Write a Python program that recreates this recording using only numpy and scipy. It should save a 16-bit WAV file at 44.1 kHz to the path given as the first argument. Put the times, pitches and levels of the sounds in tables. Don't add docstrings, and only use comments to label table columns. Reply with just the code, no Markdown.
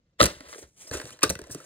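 import sys
import numpy as np
from scipy import signal
from scipy.fft import rfft, irfft, next_fast_len
from scipy.io import wavfile
from scipy.ndimage import map_coordinates

SR = 44100
rng = np.random.default_rng(int(sys.argv[2]) if len(sys.argv) > 2 else 0)


def put_to_file(sound):
    columns = np.atleast_2d(sound).T
    safe = np.clip(columns, -1, 1)
    whole_steps = np.round(safe * 32767)
    wavfile.write(sys.argv[1], SR, whole_steps.astype(np.int16))


def boost(x):
    u = np.asarray(x, float) / 20
    return 10 ** u


N = 72765

# pitch_hz, level_db [dB per Hz]
AIR_SPECTRUM = [(15, -48.5), (25, 0.5), (140, -3.5), (312, -17.5), (499, -17), (859, -35), (1960, -36.5),
                (7000, -39.5), (9100, -61.5), (15400, -120)]
# pitch_hz, t60_s
ROOM_DECAY = [(200, 0.21), (2000, 0.15), (10000, 0.29)]
# pitch_hz, level_db [dB per Hz]
FILM_SPECTRUM = [(500, -1), (1200, -9), (2500, -6), (4500, -10.5), (6000, 2), (8500, -3.5), (11500, -4.5),
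                 (15500, -21.5)]
# pitch_hz, width_hz, level_db
BODY_MODES = [(337, 108, -4), (400.4, 80, -1), (473.6, 102, -2), (591, 126, -2)]
# pitch_hz, width_hz, level_db
SHELL_MODES = [(1021, 190, 0.5), (1380, 195, 8), (1510, 730, 3), (2023, 160, 5), (2694, 250, -1),
               (3986, 870, -0.5), (4900, 1400, -3.5)]
# pitch_hz, width_hz, level_db
FIZZ_MODES = [(5840, 765, 1), (8330, 680, 0), (11000, 1700, -2), (13600, 2500, -21), (16080, 890, -20)]
# start_s, effort_db, body_pressure_db
RUB_GESTURES = [(0.185, -104.5, 17), (0.2, -47, 9), (0.268, -45.5, 1), (0.348, -70, 7.5), (.45, -75, 9),
                (.5, -61.5, -2.5), (0.622, -58.5, -12.5), (.67, -80, -12.5), (0.744, -77.5, -37),
                (0.804, -58, -16), (0.86, -61, -4.5), (0.903, -74, 4), (0.939, -46, 1), (1.03, -59.5, -2),
                (1.146, -63, -1), (1.175, -79, 4), (1.461, -73, 3.5), (1.65, -63, 1.5)]
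# start_s, level_db, pitch_hz
THUMP_EVENTS = [(0.215, -28.5, 99), (0.231, -26, 70.4), (0.368, -51.5, 55.5), (0.467, -57.5, 65),
                (0.636, -54, 59.8), (0.912, -42.5, 96.4), (0.947, -42.5, 63), (1.041, -47.5, 123),
                (1.117, -58, 121), (1.257, -40.5, 103), (1.298, -35.5, 81), (1.36, -46.5, 95),
                (1.42, -49, 60), (1.507, -47, 111), (1.549, -45.5, 154)]
# start_s, pitch_hz, level_db
SQUEAK_PATH = [
    (1.113, 2400, -51),
    (1.133, 3100, -50),
    (1.14, 3700, -59),
    (1.152, 4300, -56),
]
# start_s, pitch_hz, level_db
SKID_PATH = [
    (.87, 4900, -52),
    (.885, 5400, -50),
    (.9, 5900, -50),
]
# start_s, shell_db, body_over_shell_db, fizz_over_shell_db
RATTLE_EVENTS = [
    (.9343, -36, -15, -6.5),
    (.958, -40, -5, -11),
    (.9675, -37, -16, 2),
    (1.013, -35, -11, -4),
    (1.0904, -40.5, -22, -10),
    (1.246, -28, 1, -1.5),
    (1.262, -36, 10, -1),
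    (1.275, -37.5, -12, 0.5),
]
# start_s, shell_db, body_over_shell_db, fizz_over_shell_db
SLIDE_EVENTS = [(.323, -47, -24, 0), (.4814, -34.5, 7.5, -10.5), (.586, -58, -4, 14),
                (.622, -39.5, 15.5, -13), (.8713, -46, 20.5, 5.5), (.928, -48, 7, -15), (.964, -30, 8, -10),
                (1.008, -60, 12, -17), (1.216, -24, -25, -27), (1.312, -47, 12, 10.5), (1.494, -43, 12, -3),
                (1.508, -43, -12, 14.5)]
# start_s, shell_db, body_over_shell_db, fizz_over_shell_db
TICK_EVENTS = [(.405, -32.5, -1, -12), (.4254, -63, -1, -20), (.44, -51, -5, -26), (.5275, -30, -2, -26),
               (.535, -33, 0.5, -21), (.545, -36, 4, -19), (.557, -52, 11, -9), (.58, -37, 8.5, -14),
               (.9118, -30, 13, -3.5), (.9507, -29.5, 0, -16), (.9985, -24.5, 2.5, -18),
               (1.0536, -33, 7, -5.5), (1.1046, -34, -4, -7), (1.17, -52, -17, -1), (1.1892, -39, 1, -11.5),
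               (1.3525, -27, 1.5, -9), (1.3894, -32, 13, -4), (1.4155, -37, 5.5, -3), (1.4387, -39, 5, -9),
               (1.4701, -57.5, 25, 11), (1.48, -55.5, 24, 0), (1.5465, -34.5, 1, 4), (1.6024, -48, -11, 5)]
# start_s, pitch_hz, level_db
NUDGE_RINGS = [(.406, 278, -36), (.528, 1750, -39.5), (.528, 1130, -40.5), (.537, 500, -40),
               (.547, 1655, -41.5), (.558, 436, -34.5), (.581, 575, -45.5), (.586, 407, -35),
               (.625, 394, -36), (.634, 562, -42.5), (.913, 446, -29.5), (.913, 1690, -34),
               (.922, 260, -34.5), (.935, 1570, -42), (.941, 563, -30), (.951, 370, -23),
               (.951, 1540, -31.5), (.969, 404, -28), (.999, 385, -34), (1.014, 487, -36),
               (1.014, 1630, -43), (1.055, 510, -40), (1.353, 1530, -41.5), (1.358, 370, -39),
               (1.391, 1680, -45), (1.394, 370, -31), (1.413, 390, -31.5), (1.496, 273, -34.5),
               (1.503, 1660, -45.5), (1.549, 412, -28.5), (1.556, 330, -29.5), (1.602, 1330, -43)]
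# start_s, shell_db, body_over_shell_db, fizz_over_shell_db
CRACK_EVENTS = [(0.2035, -6.5, 5.5, -28), (0.2112, -3, -0.5, -17.5), (0.2231, -17, 19.5, 2.5),
                (0.2287, -7.5, -8, -3.5), (0.2384, -17, 14, 8), (0.242, -12, -13, -24.5),
                (0.2554, -15, 5.5, 4), (0.2622, -11, -32, -9), (0.2824, -60, 1, -21),
                (0.3094, -42, -18, -23), (1.2084, -43, 9, -1), (1.2308, -12, 2, 5),
                (1.2347, -10.5, 9.5, -2), (1.2387, -8.5, -24, -12), (1.2544, -51, 14, -13),
                (1.2934, -29.5, 13.5, 7), (1.2994, -22, 5.5, 8), (1.3054, -23, 17.5, 3.5)]
# start_s, pitch_hz, level_db
PANEL_RINGS = [(.2035, 3820, -13.5), (.204, 560, -7.5), (.204, 2050, -15.5), (.2045, 1230, -13),
               (.208, 3750, -35), (.2115, 3800, -22), (.212, 1335, -10.5), (.216, 238, -12.5),
               (.222, 330, -8.5), (.223, 3240, -37), (.229, 3940, -23.5), (.232, 444, -19),
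               (.238, 3470, -33), (.243, 3940, -26), (.245, 177, -14.5), (.255, 4700, -26),
               (.256, 308, -23), (1.225, 2450, -31), (1.23, 2600, -19.5), (1.233, 3800, -22.5),
               (1.2345, 1214, -11.5), (1.235, 350, -9), (1.241, 1496, -18), (1.242, 380, -19.5),
               (1.252, 430, -23), (1.294, 4300, -27.5), (1.294, 4030, -27.5), (1.3, 1540, -29.5),
               (1.304, 550, -18), (1.308, 160, -23)]
# pitch_hz, left_lead_rad
LEAD_BEFORE = [(550, 1.97), (900, 1.9), (1450, 1.73), (2000, 1.54), (2700, -2.5), (3700, 1.34), (4200, 1.1)]
# pitch_hz, left_lead_rad
LEAD_AFTER = [(550, 1.63), (800, 1.28), (1300, 1.02), (2100, -2.1), (2700, 2.05), (3800, 1.5), (4400, 1.57)]
# pitch_hz, left_lead_half_turns
TREBLE_STEPS = [(5250, .96), (5850, 1.04), (7800, 1.96), (9300, 2.05), (11100, 2.98), (12900, 3.02),
                (13800, 3.96), (16000, 4.02)]

AIR_DB, ROOM_DB = -70, -20
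DIFFUSE_DB, DIFFUSE_TOP_HZ = -9.5, 5500
SCATTER_DB, SCATTER_T60_S = -13, 0.012
THUMP_T60_S, THUMP_RISE_S = 0.062, 0.0022
CRACK_T60_S, TICK_T60_S, KNOCK_T60_S = 0.014, 0.018, 0.035
RING_T60_S, RING_FASTER, RING_RISE_CYCLES = 0.021, 0.36, 0.48
TURN_S = 0.89
MONO_HZ, BASS_WIDTH = 620, 0.07
RUMBLE_CUT_HZ, TOP_HZ, CEILING = 43.6, 15900, 0.95


def unit(x):
    return x / np.sqrt(np.mean(x ** 2) + 1e-20)


def along(points, hz):
    f, v = np.transpose(points)
    return np.interp(np.log(hz + 1), np.log(f + 1), v)


def wobble(rate):
    knots = rng.standard_normal(int(N / SR * 1000))
    return map_coordinates(knots, [np.arange(N) * min(rate, 900) / SR])


def filtered(x, response):
    m = next_fast_len(N + SR // 2)
    return irfft(rfft(x, m) * response(np.fft.rfftfreq(m, 1 / SR)), m)[..., :N]


def resonate(x, modes):
    def shape(f):
        total = 0
        for k, (hz, width, db) in enumerate(modes):
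            total = total + (-1) ** k * boost(db) * 1j * f * width / (hz * hz - f * f + 1j * f * width)
        return total
    return filtered(x, shape) / np.sqrt(np.mean(abs(shape(np.arange(1, SR // 2))) ** 2))


def air():
    level = boost(AIR_DB + 3.0 + 2.5 * wobble(67))
    hum = filtered(rng.standard_normal((2, N)), lambda hz: boost(along(AIR_SPECTRUM, hz)))
    return level * unit(hum)


def room(x):
    hz, t, z = signal.stft(rng.standard_normal((2, SR // 2)), SR, nperseg=256)
    decay = boost(-60 * t / along(ROOM_DECAY, hz)[:, None])
    tail = signal.istft(z * decay, SR, nperseg=256)[1]
    late = np.pad(x, (200, 0))
    return signal.fftconvolve(late[None], tail / np.linalg.norm(tail[0]), axes=1)[:, :N]


def glance(x):
    t = np.arange(SR // 50) / SR
    smear = rng.standard_normal((2, len(t))) * boost(-60 * t / SCATTER_T60_S)
    return signal.fftconvolve(x[None], smear / np.linalg.norm(smear[0]), axes=1)[:, :N]


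def slips(rough_db):
    noise = rng.standard_normal(N)
    grip = boost(rough_db * wobble(400) + 3.15 * wobble(59.32))
    return unit(noise * grip)


def rubbing():
    s, effort_db, press_db = np.transpose(RUB_GESTURES)
    t = np.arange(N) / SR
    effort = boost(np.interp(t, s, effort_db, left=-120))
    press = np.interp(t, s, press_db)
    film = boost(10.0) * unit(filtered(slips(rough_db=1), lambda hz: boost(along(FILM_SPECTRUM, hz))))
    body = boost(press + 9.0) * resonate(slips(rough_db=1.5), BODY_MODES)
    shell = boost(press * 1.53 + 6.5) * resonate(slips(rough_db=1.5), SHELL_MODES)
    return effort * (film + body + shell)


def squeak(path):
    s, hz, db = np.transpose(path)
    t = np.arange(N) / SR
    pitch = np.interp(t, s, hz) * (1 + 0.015 * wobble(500))
    level_db = np.interp(t, s, db, left=-150, right=-150) + 3.7 * wobble(150)
    return boost(level_db) * np.sin(2 * np.pi * np.cumsum(pitch) / SR)


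def thumps():
    out, t = np.zeros(N + SR), np.arange(SR // 4) / SR
    decay = boost(-60 * t / THUMP_T60_S)
    rise = 1 - np.exp(-t / THUMP_RISE_S)
    ratios = 1.9 + 0.59 * rng.standard_normal((len(THUMP_EVENTS), 2))[:, 1]
    for (s, db, hz), ratio in zip(THUMP_EVENTS, ratios):
        overtone = 0.87 * decay * np.sin(2 * np.pi * ratio * hz * t)
        flex = np.sin(2 * np.pi * hz * t) + overtone
        out[round(s * SR):][:len(t)] += boost(db + 18) * decay * rise * flex
    return out[:N]


def bursts(times, dbs, rise_s, t60_s):
    out, t = np.zeros(N + SR), np.arange(SR // 10) / SR
    shape = (1 - np.exp(-t / rise_s)) * boost(-60 * t / t60_s)
    for s, db in zip(times, dbs):
        puff = shape * rng.standard_normal(len(t))
        puff = puff / np.sqrt(np.sum(puff ** 2) / np.sum(shape ** 2))
        out[round(s * SR):][:len(t)] += boost(db) * puff
    return out[:N]


def contacts(rows, rise_s, t60_s, body_t60_s, shell_db, body_db, fizz_db):
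    s, db, low, high = np.transpose(rows)
    shell = resonate(bursts(s, db + shell_db, rise_s, t60_s), SHELL_MODES)
    body = resonate(bursts(s, db + low + body_db, rise_s + 0.0013, body_t60_s), BODY_MODES)
    fizz = resonate(bursts(s, db + high + fizz_db, rise_s, t60_s), FIZZ_MODES)
    return shell + body + fizz


def rings(rows, gain_db):
    out, t = np.zeros(N + SR), np.arange(SR // 8) / SR
    for s, hz, db in rows:
        t60_s = RING_T60_S * (1000 / hz) ** RING_FASTER
        swell = 1 - np.exp(-t * hz / RING_RISE_CYCLES)
        decay = boost(db + gain_db - 60 * t / t60_s)
        out[round(s * SR):][:len(t)] += decay * swell * np.sin(2 * np.pi * hz * t)
    return out[:N]


def rattle():
    return contacts(RATTLE_EVENTS, 0.0016, 0.036, body_t60_s=0.053, shell_db=1, body_db=-4, fizz_db=2.5)


def slides():
    return contacts(SLIDE_EVENTS, 0.023, 0.079, body_t60_s=0.048, shell_db=1.5, body_db=0, fizz_db=9.0)


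def ticks():
    taps = contacts(TICK_EVENTS, 0.00051, TICK_T60_S, KNOCK_T60_S, shell_db=-3.0, body_db=-8, fizz_db=0.5)
    return taps + rings(NUDGE_RINGS, gain_db=6)


def cracks():
    snaps = contacts(CRACK_EVENTS, 0.00071, CRACK_T60_S, body_t60_s=0.03,
                     shell_db=-1.5, body_db=-8.5, fizz_db=2.0)
    return snaps + rings(PANEL_RINGS, gain_db=4.5)


def ports(x, lead):
    points = np.transpose(lead)
    return filtered(x, lambda hz: np.exp(0.5j * np.outer([1, -1], np.interp(hz, *points))))


def scene():
    hard = cracks() + ticks()
    case = hard + slides() + thumps() + rubbing() + squeak(SQUEAK_PATH)
    wet = room(case)
    loose = rattle() + squeak(SKID_PATH)
    near = case + loose + boost(ROOM_DB) * wet[0]
    treble = [(hz, np.pi * turns) for hz, turns in TREBLE_STEPS]
    turned = np.clip((np.arange(N) / SR - TURN_S) * 50, 0, 1)
    before = ports(near * (1 - turned), LEAD_BEFORE + treble)
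    after = ports(near * turned, LEAD_AFTER + treble[2:])
    diffuse = boost(DIFFUSE_DB) * filtered(wet, lambda hz: 1 / (1 + (hz / DIFFUSE_TOP_HZ) ** 4))
    return before + after + diffuse + air() + boost(SCATTER_DB) * glance(hard)


def band_limit(x):
    return signal.sosfilt(signal.butter(12, 16800, fs=SR, output="sos"), x)


def record(dry):
    mid, side = (dry[0] + dry[1]) / 2, (dry[0] - dry[1]) / 2
    side = filtered(side, lambda hz: BASS_WIDTH + (1 - BASS_WIDTH) / (1 + (MONO_HZ / (hz + 1)) ** 8))
    pair = np.array([mid + side, mid - side])
    pair = filtered(pair, lambda hz: 1 / (1 - 1j * RUMBLE_CUT_HZ / (hz + 1)) ** 2)
    pair = pair / (1 + abs(pair / CEILING) ** 4) ** 0.25
    mix = filtered(pair, lambda hz: 1 / (1 + (hz / TOP_HZ) ** 80))
    return band_limit(mix)


dry = scene()
out = record(dry)
put_to_file(out)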